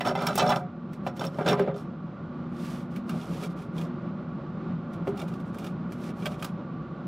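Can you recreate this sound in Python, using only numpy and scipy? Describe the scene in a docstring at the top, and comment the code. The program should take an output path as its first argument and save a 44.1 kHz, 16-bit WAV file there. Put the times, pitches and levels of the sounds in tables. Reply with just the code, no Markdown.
"""Steel grate and slide plate in a barrel grill

Tongs drag a steel grate aside, let it drop, then scrape a slide plate open, over a steady fan roar.
Fan: shaped noise and fuzzy tones. Blows: rough contacts that ring rods or plate, and boom in the barrel.
Scrapes: grains of ash that fizz and shake the barrel, with small clinks of sliding steel.
A small two-port microphone with gain control is close by.
"""
import sys
import numpy as np
from scipy import signal
from scipy.fft import rfft, irfft
from scipy.io import wavfile
from scipy.ndimage import uniform_filter1d, minimum_filter1d

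SR = 44100
rng = np.random.default_rng(int(sys.argv[2]) if len(sys.argv) > 2 else 0)


def to_wav(s):
    """Save 16-bit WAV."""
    ch = np.atleast_2d(s).T  # columns
    pcm = np.round(np.clip(ch, -1, 1) * 32767)  # PCM
    wavfile.write(sys.argv[1], SR, pcm.astype(np.int16))


N = 311787  # length in samples

# Blows on the grate, dragged and then dropped: (time [s], rods [dB], barrel [dB], grit [dB],
# rods centre [Hz], barrel centre [Hz], boom against the barrel [dB], barrel reach [octaves])
GRATE_BLOWS = [(.0074, -23, -22, -45.5, 2170, 690, -2, 1.1), (0.0506, -30, -24, -48, 2300, 900, 10, 1.3),
               (.061, -31, -17, -55, 3400, 630, -5, 1.6), (.0723, -27.5, -15, -42.5, 4800, 686, 8, 0.99),
               (.088, -33, -24, -59, 3400, 380, 12.5, 0.8), (.111, -37, -18.5, -64, 2980, 620, 3.5, 0.58),
               (.1524, -28, -17, -48, 2090, 793, 5.5, 0.49), (.174, -34.5, -19, -67, 3600, 635, -3, 0.71),
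               (0.189, -32.5, -45, -57, 2140, 600, 2.5, 1.1),
               (0.2193, -31, -21.5, -45, 2500, 654, 11, 0.92),
               (0.2672, -22, -26, -35.5, 2400, 1340, -0.5, 1.2), (.285, -32, -22, -57, 3980, 610, 7, 0.9),
               (0.355, -36, -21, -33.5, 2590, 366, 8, 1.5),
               (0.377, -9.5, -2.5, -28.5, 4870, 857, -2.5, 0.5),
               (0.3923, -8.5, -4.5, -40, 3020, 678, 1, 2.3),
               (0.4186, -17, -2.5, -38, 2560, 704, 10.5, 0.79),
               (0.4636, -27.5, -10, -49, 3400, 580, 12.5, 0.75),
               (.4915, -14, -3.5, -35, 3400, 756, 9, 0.79), (.4994, -18, -4.5, -36, 3000, 870, 1, 0.68),
               (0.52, -19, -11, -45, 1940, 880, -3.5, 0.53), (.5594, -29, -12.5, -43.5, 3560, 650, 7.5, .9),
               (0.9324, -47, -45, -50.5, 2260, 407, 8, 1.2), (1.0652, -28.5, -18, -47, 1760, 780, 10, 0.61),
               (1.072, -36.5, -28, -58, 3660, 544, -8, .7), (1.1658, -52, -48, -50.5, 3600, 899, 5, 1.2),
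               (1.1942, -51, -25, -46.5, 4400, 536, 8, 0.66), (1.212, -39, -25.5, -50, 3080, 690, 18, 0.7),
               (1.2185, -35, -28.5, -55, 3080, 804, -7, 1.1), (1.231, -42, -24.5, -57, 3430, 550, 11, 1),
               (1.24, -36, -25.5, -55, 2420, 1000, 4, 1.6), (1.251, -44, -28, -42.5, 2400, 555, 3, 0.99),
               (1.386, -44, -14, -55, 2000, 710, 9, 0.71), (1.41, -41, -17.5, -67, 2120, 381, 3, 1.7),
               (1.4617, -28, -13.5, -50, 3600, 560, 13, 2.9), (1.478, -16.5, -9, -41.5, 2500, 584, -1, 1.6),
               (1.486, -14, -10.5, -36, 2980, 402, 10.5, 0.44),
               (1.5094, -31, -15, -43, 2160, 404, 9.5, 0.93),
               (1.5296, -24, -12.5, -46, 1830, 1000, 8.5, 0.44), (1.5939, -30, -14, -46, 2000, 540, 4, 2.7),
               (1.6, -40, -12.5, -60, 1400, 404, 1, 0.52), (1.62, -54, -21, -67, 1800, 413, 8, 0.87),
               (1.6754, -48, -14, -71, 2100, 541, 7.5, 0.67), (1.683, -57, -18.5, -74, 2090, 404, -5, 0.89),
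               (1.71, -51, -30.5, -82, 1800, 730, 2, 0.63), (1.7426, -45, -26, -77, 3080, 413, 6, 0.66)]
# Tongs tap the slide plate: (time [s], plate [dB], barrel [dB], grit [dB],
# plate centre [Hz], barrel centre [Hz], barrel reach [octaves])
PLATE_TAPS = [(2.647, -60, -48, -50.5, 2800, 700, 1.2), (2.9611, -40, -43, -49.5, 2300, 400, 1.2),
              (3.0937, -36, -31, -44.5, 2800, 1340, .3), (3.096, -45, -55, -59, 5700, 1340, .3),
              (3.436, -37, -40, -48, 2170, 388, .8), (3.62, -45, -46, -58, 2320, 390, 1.2),
              (3.781, -39.5, -47, -50, 3280, 708, 1.2), (3.812, -40, -43, -52, 3280, 511, 1.2),
              (4.9343, -59, -52, -55, 3220, 470, 1.2), (5.0722, -38, -23.5, -52, 1740, 760, 0.4),
              (5.077, -57, -20, -64, 3000, 370, .6), (5.09, -57, -33, -55, 1740, 905, .6),
              (5.1729, -52, -50, -49.5, 2870, 583, 1.2), (5.1923, -40, -49, -50, 1740, 394, .8),
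              (5.198, -38, -50, -56, 5600, 390, 1.2), (5.216, -38, -45, -50, 2800, 540, .8),
              (5.226, -57, -31, -64, 2800, 560, .9), (5.2802, -54, -42, -52.5, 2420, 404, 1.2),
              (5.338, -47, -58, -56, 2700, 398, 1.2), (5.3983, -52, -66, -58, 2660, 382, 1.2),
              (5.5436, -61, -41, -53.5, 2320, 1190, 1.2), (5.585, -48, -52, -47.5, 2930, 579, 1.2),
              (5.643, -35, -37, -47.5, 2000, 382, .8), (5.664, -49, -50, -50, 2900, 560, 1.2),
              (5.9214, -51, -53, -49, 2300, 458, 1.2), (6.038, -48, -38, -54, 2500, 388, .8),
              (6.0901, -46, -37, -65, 2400, 384, .8), (6.2232, -39, -37, -62, 2180, 383, 1.2),
              (6.257, -27, -25, -42.5, 3140, 1220, .9), (6.2645, -26.5, -25.5, -45, 2480, 640, 1.2),
              (6.319, -44, -41, -57, 2800, 603, 1.2), (6.3948, -48, -37, -56, 3300, 600, 1.2),
              (6.425, -31.5, -28.5, -43, 2300, 1220, 1.2), (6.4448, -35.5, -33, -40, 4350, 1200, .7)]
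# Ringing modes of the grate rods, before the ring factor:
# (frequency [Hz], relative level [dB], time to fall 60 dB [s])
ROD_MODES = [(1360, -6, 0.074), (1740, 1, 0.11), (2040, -5.5, 0.11), (2400, -1.5, 0.051),
             (2620, -5.5, 0.14), (3080, 2, 0.048), (3430, -2.5, 0.12), (3590, 3, 0.064), (3980, -5, 0.15),
             (4500, -5, 0.046), (4820, -5.5, 0.041), (5450, -23, 0.085), (5200, -8, 0.079),
             (5450, 7.5, 0.1), (6700, -3.5, 0.11)]
# Ringing modes of the slide plate, before the ring factor:
# (frequency [Hz], relative level [dB], time to fall 60 dB [s])
PLATE_MODES = [(1420, 15, 0.081), (1740, 10, 0.065), (2000, -3, 0.12), (2300, 9.5, 0.19),
               (2480, 10.5, 0.12), (2800, 10, 0.1), (3080, 2, 0.12), (3280, 10.5, 0.093), (3600, 7, 0.14),
               (4350, -17, .1), (5100, -3, 0.07), (5600, -2, 0.093), (6760, -4, .1)]
# Ringing modes of the barrel, before the ring factor:
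# (frequency [Hz], relative level [dB], time to fall 60 dB [s])
BARREL_MODES = [(137.5, 4, 0.54), (158.4, 6, 0.52), (180.8, 7, 0.29), (240.4, 4.5, 0.18), (310, 6, .12),
                (352, -3.5, 0.13), (381, 5.5, 0.24), (404, 5, 0.48), (464, -3, 0.18), (541, 6, 0.33),
                (580, 4.5, 0.19), (607, 8.5, 0.17), (689, 10.5, 0.053), (725, -3, 0.53), (773, 13.5, 0.04),
                (852, -3.5, 0.19), (905, -8, 0.28), (1000, -2, 0.28), (1120, -17, 0.099), (1200, 7.5, 0.13),
                (1294, 5, 0.11), (1340, -5, 0.14), (1560, 12, 0.11)]


def amp(db):
    """Turns decibels into a plain factor."""
    return 10 ** (np.asarray(db) / 20)


def evened(x):
    """Scales a signal to an average (RMS) level of 1."""
    return x / np.sqrt(np.mean(x ** 2) + 1e-20)


def read(points, hz):
    """Reads a curve of (frequency, value) points, joined by straight lines over log frequency."""
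    f, value = np.transpose(points)
    return np.interp(np.log(hz + 1), np.log(f + 1), value)


def coloured(x, points):
    """Shapes x by a spectrum in dB."""
    gain = amp(read(points, np.fft.rfftfreq(len(x), 1 / SR)))
    return irfft(rfft(x) * gain, len(x))


def fan():
    """Air roar with a slow flutter, and fuzzy tones from the blades and the duct."""
    # colour of the air roar: (frequency [Hz], relative level [dB per Hz])
    roar_colour = [(12, -63), (20, -34.5), (45, -26.5), (123, -12), (167, 0), (300, -15), (359, -12),
                   (408, -24), (452, -21), (974, -28), (1160, -25), (1430, -32.5), (1670, -38), (3970, -50),
                   (9000, -76.5), (11700, -103), (19800, -120)]
    # tones from the blades and the duct: (frequency [Hz], width at half height [Hz], level [dB])
    tones = [(175, 84, -61), (239.05, 2.8, -44.5), (564, 57, -54.5), (1150, 78, -55.5), (1411, 120, -58.5)]
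    roar_db, flutter_db = -34.5, 1.0
    roar_noise, flutter_noise, tone_noise = rng.standard_normal((3, N))
    flutter = evened(uniform_filter1d(uniform_filter1d(flutter_noise, 3000), 3000))
    out = amp(roar_db + flutter_db * flutter) * evened(coloured(roar_noise, roar_colour))
    hz, spectrum = np.fft.rfftfreq(N, 1 / SR), rfft(tone_noise)
    for tone_hz, width_hz, db in tones:
        peak = 1 / (1 + (2 * (hz - tone_hz) / width_hz) ** 2)
        out += amp(db) * evened(irfft(spectrum * peak, N))
    return out


def ring(modes, push, centre_hz, stretch, reach, detune, dense_db, boom_db=-4):
    """A push excites the modes near a centre (reach in octaves), over a dense mass of small modes; peak 1."""
    boom_db_per_octave = 4.5  # blows high on the shell boom less
    t, out = np.arange(len(push)) / SR, np.zeros(len(push))
    for (hz, db, t60), (chance, shift, side) in zip(modes, rng.standard_normal((len(modes), 3))):
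        turn = 2 * np.pi * hz * (1 + detune * shift) / SR  # angle per sample
        shrink = amp(-60 / (t60 * stretch * SR))  # decay per sample
        octaves = np.log2(hz / centre_hz)
        # the mode that swings most at the struck spot stands out
        db = db + 8 * np.exp(-(octaves / 0.11) ** 2)
        if hz > 260:
            db = db - 8 * (octaves / reach) ** 2
        else:
            db = db + boom_db + boom_db_per_octave * octaves
        db = db + 2.5 * chance
        # each mode starts inward or outward, by its shape at the struck spot
        strength = np.sign(side) * amp(db) * np.sin(turn)
        out += signal.lfilter([strength], [1, -2 * shrink * np.cos(turn), shrink ** 2], push)
    hz = np.fft.rfftfreq(len(t), 1 / SR)
    near = amp(-8 * (np.log2((hz + 1) / centre_hz) / reach) ** 2)
    dense = evened(irfft(rfft(rng.standard_normal(len(t))) * near, len(t)))
    dense = dense * amp(-60 * t / (0.11 * stretch))
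    dense = signal.oaconvolve(dense, push[:2000])[:len(t)]
    out = out / abs(out).max() + amp(dense_db) * dense / abs(dense).max()
    return out / abs(out).max()


def clinks(grit):
    """Sliding steel touches down here and there: small taps, each ringing the rods or the plate at one spot."""
    # where on the steel the taps land: centre of the ringing [Hz]
    spots_hz = [1800, 2500, 3400, 5100]
    clinks_per_s, spread_db, ring_factor = 400, 8, 0.36
    rod_db, plate_db = 0, -8  # against the grit
    grate_rests_s = 2.2  # from here on only the plate clinks
    size = amp(spread_db * np.minimum(rng.exponential(1, N), 4))
    size = size * (rng.random(N) < clinks_per_s / SR)
    size = grit * evened(size)
    spot = rng.integers(0, len(spots_hz), N)
    early, out = np.arange(N) < grate_rests_s * SR, np.zeros(N)
    push = np.diff(signal.windows.hann(5), append=np.zeros(6144))
    for modes, db, moving in ((ROD_MODES, rod_db, early), (PLATE_MODES, plate_db, ~early)):
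        for k, hz in enumerate(spots_hz):
            tap = ring(modes, push, hz, ring_factor, reach=1.0, detune=0.0027, dense_db=-16)
            tap = amp(db) * tap / np.linalg.norm(tap)
            out += signal.oaconvolve(size * moving * (spot == k), tap)[:N]
    return out


def stirring(t):
    """When the ash moves: (grit level, rumble level, barrel centre Hz) for each stroke and around each blow."""
    # strokes of steel over steel: (start [s], strongest [s], end [s], grit [dB], rumble [dB],
    # barrel centre [Hz])
    stroke_table = [(0.032, 0.072, .14, -43.5, -27.5, 700), (0.112, 0.29, .36, -49, -29, 685),
                    (0.366, 0.495, .63, -42.5, -28.5, 685), (1.153, 1.18, 1.19, -54, -63, 650),
                    (1.204, 1.218, 1.226, -48, -28, 685), (1.232, 1.234, 1.31, -47, -48, 636),
                    (1.26, 1.402, 1.47, -59, -45.5, 550), (1.437, 1.51, 1.57, -42.5, -18, 463),
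                    (1.55, 1.579, 1.76, -68, -28, 398), (1.755, 1.765, 1.87, -54.5, -44.5, 570),
                    (2.5, 2.693, 2.88, -51.5, -80, 600), (2.897, 2.918, 3.01, -65, -68, 600),
                    (3.07, 3.197, 3.4, -54, -45.5, 540), (3.24, 3.35, 3.5, -52.5, -57, 530),
                    (3.38, 3.443, 3.49, -47, -39.5, 536), (3.48, 3.51, 3.55, -61.5, -52, 540),
                    (3.55, 3.584, 3.7, -60, -49, 540), (3.723, 3.8, 3.9, -55, -53, 540),
                    (5.138, 5.22, 5.27, -57.5, -41, 580), (5.237, 5.31, 5.43, -65, -51, 580),
                    (5.43, 5.478, 5.53, -66.5, -71, 580), (5.542, 5.636, 5.75, -58.5, -46, 580),
                    (5.928, 6.086, 6.13, -54, -69, 540), (6.134, 6.22, 6.31, -56.5, -52, 544),
                    (6.278, 6.32, 6.38, -55, -48, 540), (6.35, 6.436, 6.55, -60, -59, 540)]
    fade_db, flatness = -28.5, 2.5  # level at both ends of a stroke; how long it holds near its top
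    skid_db, skid_db_per_s = -10, 603  # grit swells as the steel slides into a blow
    # ash thrown up by a blow, then settling; the after-rumble is set against the barrel level
    jolt_s, grit_fall_db_per_s, shake_fall_db_per_s, shake_db = 0.0006, 509.5, 258.5, -16
    for start, top, end, grit_db, rumble_db, barrel_hz in stroke_table:
        away = np.maximum((top - t) / (top - start), (t - top) / (end - top))
        shape = amp(fade_db * np.minimum(away, 3) ** flatness)
        yield amp(grit_db) * shape, amp(rumble_db) * shape, barrel_hz
    for s, _, barrel_db, grit_db, _, barrel_hz, *_ in GRATE_BLOWS + PLATE_TAPS:
        after = np.maximum(t - s, 0)
        jolt = np.minimum(after / jolt_s, 1)
        skid = (1 - jolt) * amp(skid_db - skid_db_per_s * np.maximum(s - t, 0))
        grit = (jolt + skid) * amp(grit_db - grit_fall_db_per_s * after)
        rumble = jolt * amp(barrel_db + shake_db - shake_fall_db_per_s * after)
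        yield grit, rumble, barrel_hz


def strokes():
    """Grains of ash catch under the steel: a fizz, a rumble of the barrel that they shake, and clinks."""
    # colour of the fizz: (frequency [Hz], relative level [dB per Hz])
    grit_colour = [(880, -10), (1500, -0.5), (1870, -0.5), (2940, -3.5), (4200, -7), (5710, -7.5),
                   (6430, -11), (11800, -15), (16000, -26)]
    grains_per_s, grain_spread_db = 9000, -0.5
    rim_hz, belly_hz = 773, 411  # where the barrel rumbles, high and low
    # the low shell rings longer and booms
    rim_ring, belly_ring, rim_boom_db, belly_boom_db = 0.26, 0.36, -4, 4.5
    t, power = np.arange(0, N / SR, 1 / 2000), 0  # levels are drawn 2000 times a second
    for grit, rumble, barrel_hz in stirring(t):
        depth = np.clip(np.log(rim_hz / barrel_hz) / np.log(rim_hz / belly_hz), 0, 1)
        power = power + np.array([grit ** 2, (1 - depth) * rumble ** 2, depth * rumble ** 2])
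    grit, rim, belly = (np.interp(np.arange(N) / SR, t, np.sqrt(row)) for row in power)
    size = amp(grain_spread_db * np.minimum(rng.exponential(1, N), 4)) * rng.standard_normal(N)
    grains = size * (rng.random(N) < grains_per_s / SR)
    out = grit * evened(coloured(grains, grit_colour))
    push = np.diff(signal.windows.hann(16), append=np.zeros(8192))
    for level, centre_hz, stretch, boom_db in ((rim, rim_hz, rim_ring, rim_boom_db),
                                               (belly, belly_hz, belly_ring, belly_boom_db)):
        body = ring(BARREL_MODES, push, centre_hz, stretch, reach=0.95, detune=0,
                    dense_db=0.5, boom_db=boom_db)
        out += level * evened(signal.oaconvolve(grains, body)[:N])
    return out + clinks(grit)


def blows(table, modes, dense_db, stretch, shell_ring, contact_s):
    """Each blow is a short rough contact: a tick, the ring of the struck steel and the boom of the barrel."""
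    tick_rise_s, tick_fall_s, contact_rise_s = 0.00041, 0.0069, 0.0017
    # the tick of a blow with firm grit; it grows faster than the grit
    firm_grit_db, firm_tick_db, tick_growth = -35, -28.5, 1.72
    out, t = np.zeros(N + SR), np.arange(12288) / SR
    tick_band = signal.butter(2, 6000, "highpass", fs=SR, output="sos")
    light = signal.butter(2, [1200, 9000], "bandpass", fs=SR, output="sos")
    heavy = signal.butter(2, [110, 2200], "bandpass", fs=SR, output="sos")
    for s, steel_db, barrel_db, grit_db, steel_hz, barrel_hz, boom_db, reach in table:
        chatter, tick_noise = rng.standard_normal((2, len(t)))
        blow = signal.unit_impulse(len(t))
        chatter = chatter * (1 - np.exp(-t / contact_rise_s)) * np.exp(-t / contact_s)
        chatter = chatter / np.linalg.norm(chatter)
        # a quick fall with a faint, longer tail
        fade = np.exp(-t / tick_fall_s) + amp(-30.5 - 60 * t / (0.079 * stretch))
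        fade = (1 - np.exp(-t / tick_rise_s)) * fade
        tick_db = firm_tick_db + tick_growth * (grit_db - firm_grit_db)
        tick = amp(tick_db) * evened(signal.sosfilt(tick_band, tick_noise)) * fade
        # thin steel follows the chatter of the contact; the heavy shell feels mostly the blow itself
        push = signal.sosfilt(light, 0.8 * blow + chatter)
        steel = ring(modes, push, steel_hz, stretch, reach=0.98, detune=0.0075, dense_db=dense_db)
        push = signal.sosfilt(heavy, blow + 0.3 * chatter)
        shell = ring(BARREL_MODES, push, barrel_hz, shell_ring, reach, detune=0.006,
                     dense_db=-7.5, boom_db=boom_db)
        sound = tick + amp(steel_db) * steel + amp(barrel_db) * shell
        out[round(s * SR):][:len(t)] += sound * np.minimum((t[-1] - t) / .05, 1)
    return out[:N]


def ports(x, balance, apart, echo_s):
    """Two microphone ports: a level step by frequency, plus reflections that differ between them."""
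    hz, spectrum = np.fft.rfftfreq(N, 1 / SR), rfft(x)
    lean = np.tanh(np.log(amp(read(balance, hz))) / 2)
    # the reflections fall 60 dB in echo_s
    echo = rng.standard_normal(SR // 2) * amp(-60 * np.arange(SR // 2) / SR / echo_s)
    side = lean + rfft(echo / np.linalg.norm(echo), N) * amp(read(apart, hz))
    return irfft(spectrum * np.array([1 + side, 1 - side]), N)


def scene():
    """Fan and moving steel, each heard through the two ports."""
    # level step between the ports: (frequency [Hz], left minus right [dB])
    fan_balance = [(60, 0.0), (130, 0.0), (290, 0.0), (640, -1.0), (1410, -3.0), (3100, 0.0), (6820, 0.5),
                   (15000, 0.5)]
    steel_balance = [(250, 0), (600, -.4), (1300, -2.5), (2600, -4.6), (5500, -3.2), (10000, -1.5)]
    # share that is unlike at the two ports: (frequency [Hz], level [dB])
    fan_apart = [(30, -22.5), (60, -28), (110, -61), (200, -73.5), (380, -61.5), (700, -23), (1300, -21),
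                 (2400, -20), (4400, -9.5), (8000, -2.5)]
    steel_apart = [(60, -23), (200, -70), (500, -61), (1500, -25), (4000, -29.5), (12000, -14.5)]
    # stretch and shell_ring multiply the ring times of the modes
    grate = blows(GRATE_BLOWS, ROD_MODES, dense_db=-2.0, stretch=0.74, shell_ring=0.83, contact_s=0.003)
    plate_boom_db = -4
    taps = [(*row[:-1], plate_boom_db, row[-1]) for row in PLATE_TAPS]
    plate = blows(taps, PLATE_MODES, dense_db=-6.0, stretch=0.32, shell_ring=0.53, contact_s=0.003)
    steel = grate + plate + strokes()
    return (ports(fan(), fan_balance, fan_apart, echo_s=.5)
            + ports(steel, steel_balance, steel_apart, echo_s=0.15))


def record(dry):
    """Gain control dips the whole sound around and after loud clanks, a limiter holds peaks, treble is cut."""
    threshold_db, share, fall_db_per_s = -28, .35, 14
    peak_limit, top_hz = .21, 15800
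    power_db = 10 * np.log10(abs(uniform_filter1d((dry ** 2).mean(0), 2000)) + 1e-12)
    # the sensed level jumps up with a clank, then falls at a fixed rate
    fall = np.arange(N) * fall_db_per_s / SR
    sensed_db = np.maximum.accumulate(power_db + fall) - fall
    over_db = np.maximum(sensed_db - threshold_db, 0)
    # the gain drops by only a share of the excess
    ducked = dry / amp(share * uniform_filter1d(over_db, 2000))
    peak = -minimum_filter1d(-abs(ducked).max(0), size=131)
    held = ducked / np.maximum(uniform_filter1d(peak, size=131) / peak_limit, 1)
    lowpass = signal.firwin(511, top_hz, window=("kaiser", 9), fs=SR)
    return signal.oaconvolve(held, lowpass[None], "same")


dry = scene()
out = record(dry)
to_wav(out)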